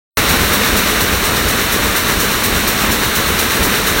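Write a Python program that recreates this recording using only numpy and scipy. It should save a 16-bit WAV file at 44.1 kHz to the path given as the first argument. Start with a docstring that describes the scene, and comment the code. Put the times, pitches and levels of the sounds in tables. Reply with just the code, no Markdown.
"""A power loom runs close by in a weaving hall: at every pick a turbulent jet of air spits, then reed
and heald frames clatter as their steel parts collide and ring. Two slower, heavier looms thud and
rattle out of step with it, each repeating its own pattern of impacts. Beneath them the far machines
blend into a roar, with droning frames and a drive hum. The sound cuts in abruptly, louder at first."""
import sys
import numpy as np
from scipy import signal
from scipy.fft import rfft, irfft, next_fast_len
from scipy.io import wavfile
from scipy.ndimage import map_coordinates

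SR = 44100
rng = np.random.default_rng(int(sys.argv[2]) if len(sys.argv) > 2 else 0)


def master_out(mix):
    """Clip the mix to full scale and print it as 16-bit PCM to the path in sys.argv[1]."""
    frames = np.transpose(np.atleast_2d(mix))
    ceiling = np.clip(frames, -1, 1)
    pcm = np.round(ceiling * 32767).astype(np.int16)
    wavfile.write(sys.argv[1], SR, pcm)


N = 176400

PICK_S, FIRST_PICK_S = .23855, .0485  # cycle of the near loom
KNOCKS = dict(per_s=130, spread_db=2, t60_s=.035)  # impacts in both slower looms


def amp(db):
    """Amplitude grows tenfold for every 20 dB."""
    return 10 ** (np.asarray(db) / 20)


def unit(x):
    """Normalisation to an rms of 1."""
    return x / np.sqrt(np.mean(x ** 2) + 1e-20)


def filtered(x, response):
    """Linear filtering multiplies the spectrum by a frequency response."""
    size = next_fast_len(N + SR // 2)
    return irfft(rfft(x, size) * response(np.fft.rfftfreq(size, 1 / SR)), size)[:N]


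def coloured(x, spectrum):
    """Spectral shaping by (Hz, dB) points on a logarithmic frequency axis, at rms 1."""
    freqs, db = np.transpose(spectrum)
    return unit(filtered(x, lambda hz: amp(np.interp(np.log(hz + 1), np.log(freqs), db))))


def wobble(per_s):
    """Slow modulation: a smooth curve through random knots."""
    knots = rng.standard_normal(int(N * per_s / SR) + 4)
    return map_coordinates(knots, [np.arange(N) * per_s / SR])


def stroke(shape, period_s, first_s=0):
    """A periodic envelope: each stroke adds in power to the exponential tail of the one before."""
    delay, attack, hold, decay, db = shape
    t = (np.arange(N) / SR - first_s - delay) % period_s
    power = 0
    for age in (t, t + period_s):
        rise = np.clip(age / attack, 0, 1)
        fall = np.exp(-np.maximum(age - attack - hold, 0) / decay)
        power += (rise * fall) ** 2
    return amp(db) * np.sqrt(power)


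def rattle(per_s, spread_db, t60_s):
    """Shot noise: random, uneven contacts each release a dying burst of noise."""
    hits = rng.random(N) < per_s / SR
    energy = hits * amp(spread_db * np.clip(rng.standard_normal(N), -2, 2)) ** 2
    power = signal.lfilter([1], [1, -np.exp(-2 * np.log(1000) / (t60_s * SR))], energy)
    return unit(np.sqrt(power) * rng.standard_normal(N))


def repeating(x, period_s):
    """Periodic motion makes the same contacts in every cycle."""
    return np.resize(x[SR:SR + round(period_s * SR)], N)


def air_jets():
    """Turbulence hisses: the main nozzle spits once a pick, and softer relay jets follow."""
    # Each stroke: delay, attack, hold and decay time in seconds, level in dB.
    main_jet = (-.003, .009, .008, .04, -15.1)
    relay_jets = (.098, .03, .012, .075, -20.8)
    # Each row: time in seconds, jet strength in dB.
    jet_strength = [(.3, -1.5), (1.0, -.3), (1.25, -.8), (1.73, -.4), (2.0, .8), (2.45, 1.1), (2.9, .3),
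                    (3.64, .6), (3.9, -.4)]
    # Each row: frequency in Hz, relative level of the hiss in dB.
    hiss_spectrum = [(1000, -14), (3000, -7), (5800, -1.5), (7500, -2), (9500, -1.8), (11500, -3.2),
                     (13500, 0), (15500, 1.2)]
    envelope = np.hypot(stroke(main_jet, PICK_S, FIRST_PICK_S), stroke(relay_jets, PICK_S, FIRST_PICK_S))
    strength = amp(np.interp(np.arange(N) / SR, *np.transpose(jet_strength)))
    return strength * envelope * coloured(rng.standard_normal(N), hiss_spectrum)


def clatter():
    """Impact noise: healds and reed rattle as the shed opens and as the weft is beaten up."""
    # Each stroke: delay, attack, hold and decay time in seconds, level in dB.
    shedding = (-.022, .022, .028, .04, -23.3)
    beat_up = (.08, .028, .025, .05, -22.6)
    envelope = np.hypot(stroke(shedding, PICK_S, FIRST_PICK_S), stroke(beat_up, PICK_S, FIRST_PICK_S))
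    return envelope * steel()


def steel(ring_db=-4):
    """Colliding steel radiates broadband ticks and ringing tones into the hall."""
    # Each row: frequency in Hz, relative level of the ticks in dB.
    tick_spectrum = [(300, -14), (750, -8), (1150, -1), (1850, .8), (2600, -2.7), (4000, -1), (5800, -6.5),
                     (8000, -14), (16000, -18)]
    ticks = coloured(rattle(per_s=420, spread_db=4, t60_s=.012), tick_spectrum)
    return in_hall(ticks + amp(ring_db) * ringing())


def ringing(hits_per_s=16, t60_s=.06):
    """Damped free vibration: each small steel part is struck at its own random moments."""
    # Each row: natural frequency in Hz, relative level in dB.
    heald_modes = [(1040, -3), (1140, -1), (1215, -1), (1310, 0), (1555, 0), (1605, 0), (1700, -1),
                   (1780, -1), (1865, -1), (1970, -3), (2110, -3), (2440, -4), (3610, -4), (3800, -4)]
    t = np.arange(SR // 4) / SR
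    fade = np.exp(-np.log(1000) * t / t60_s)
    rings = np.zeros(N)
    for hz, db in heald_modes:
        hits = (rng.random(N) < hits_per_s / SR) * rng.uniform(.5, 1, N)
        rings += amp(db) * signal.fftconvolve(hits, fade * np.sin(2 * np.pi * hz * t))[:N]
    return unit(rings)


def in_hall(direct, t60_s=.6, reverb_db=-4):
    """Reverberation: diffuse, decaying reflections join the direct sound; the sum has rms 1."""
    t = np.arange(SR // 2) / SR
    tail = rng.standard_normal(len(t)) * np.exp(-np.log(1000) * t / t60_s)
    reverb = signal.fftconvolve(direct, tail / np.linalg.norm(tail))[:N]
    return unit(direct + amp(reverb_db) * reverb)


def heavy_loom(pick_s=.3591):
    """Forced vibration: knocks recurring every one or two picks shake a frame, and steel clacks."""
    # Each stroke: delay, attack, hold and decay time in seconds, level in dB.
    thud = (-.01, .028, .06, .06, -21)
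    rebound = (.275, .03, .04, .45, -25.2)
    clack = (.14, .014, .015, .05, -24.7)
    shedding = (.255, .018, .035, .11, -24.3)
    # Each row: frequency in Hz, relative response of the frame in dB.
    frame_spectrum = [(15, -35), (28, -2), (45, 3), (64, 4), (76, -1), (105, -3), (140, -7), (220, -4),
                      (310, -8), (420, -6), (700, -19), (2000, -40)]
    knocks = sum(repeating(rattle(**KNOCKS), picks * pick_s) for picks in (1, 2))
    frame = np.hypot(stroke(thud, pick_s), stroke(rebound, pick_s)) * coloured(knocks, frame_spectrum)
    clacks = np.hypot(stroke(clack, pick_s), stroke(shedding, pick_s)) * steel()
    return frame + clacks


def third_loom(pick_s=.38865):
    """Periodic impacts: the slowest loom knocks through a pattern two picks long."""
    # The stroke: delay, attack, hold and decay time in seconds, level in dB.
    beat = (.105, .008, .04, .6, -24.3)
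    # Each row: frequency in Hz, relative level of the knocks in dB.
    knock_spectrum = [(40, -20), (100, -4), (160, -4), (205, 2), (270, -2), (440, 0), (750, -9), (1300, -6),
                      (3000, -16), (9000, -35)]
    knocks = repeating(rattle(**KNOCKS), 2 * pick_s)
    return stroke(beat, pick_s) * coloured(knocks, knock_spectrum)


def far_machines(roar_db=-16, hum_hz=64.3, hum_db=-37.5):
    """Incoherent sources blend into a roar; frames drone at resonance and a drive hums unsteadily."""
    # Each row: frequency in Hz, relative level of the roar in dB.
    roar_spectrum = [(12, -40), (26, -3), (52, 1), (130, -3.5), (220, -1.7), (480, -3.2), (760, -7.5),
                     (1150, -2), (1750, -1.8), (2600, -5.8), (4000, -7.6), (6500, -13.8), (8500, -14),
                     (12000, -16), (15500, -13.3)]
    # Each row: resonance frequency in Hz, half-width in Hz, level in dB.
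    frame_modes = [(203, 9, -34), (232, 8, -37), (420, 16, -36), (459, 7, -39)]
    roar = amp(roar_db + .4 * wobble(25)) * coloured(rng.standard_normal(N), roar_spectrum)
    drone = np.zeros(N)
    for centre, width, db in frame_modes:
        mode = filtered(rng.standard_normal(N), lambda hz: 1 / (1 + ((hz - centre) / width) ** 2))
        drone += amp(db) * unit(mode)
    hum = np.sqrt(2) * np.sin(2 * np.pi * hum_hz * np.arange(N) / SR + .6 * wobble(5))
    return roar + drone + amp(hum_db + 2 * wobble(6)) * hum


def scene():
    """Superposition: the pressures of all the machines add at one point."""
    return (air_jets() + clatter() + heavy_loom() + third_loom() + far_machines())[None]


def record(dry, start_s=.1712, top_hz=16020):
    """Resonance in the microphone port colours a band-limited sound that cuts in and then settles."""
    # Each row: centre of a peak or notch in Hz, width in Hz, gain in dB.
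    port_bands = [(3320, 130, -3), (3880, 320, 2.2), (4900, 300, -5), (5700, 250, 2.7), (7550, 300, -1.5),
                  (8400, 200, .8), (10400, 230, -4.8)]
    # Each row: time in seconds, overall gain in dB.
    settling = [(.17, 4), (.21, 1.7), (.55, 1.4), (1.2, 0), (2.6, -.3), (3.3, -.3), (4, .1)]

    def port(hz):
        return amp(sum(db * np.exp(-.5 * ((hz - f) / width) ** 2) for f, width, db in port_bands))

    t = np.arange(N) / SR
    gain = amp(np.interp(t, *np.transpose(settling))) * (t >= start_s)
    sound = np.clip(gain * filtered(dry[0], port), -1, 1)
    return filtered(sound, lambda hz: np.clip((top_hz - hz) / 100 + .5, 0, 1))[None]


dry = scene()
out = record(dry)
master_out(out)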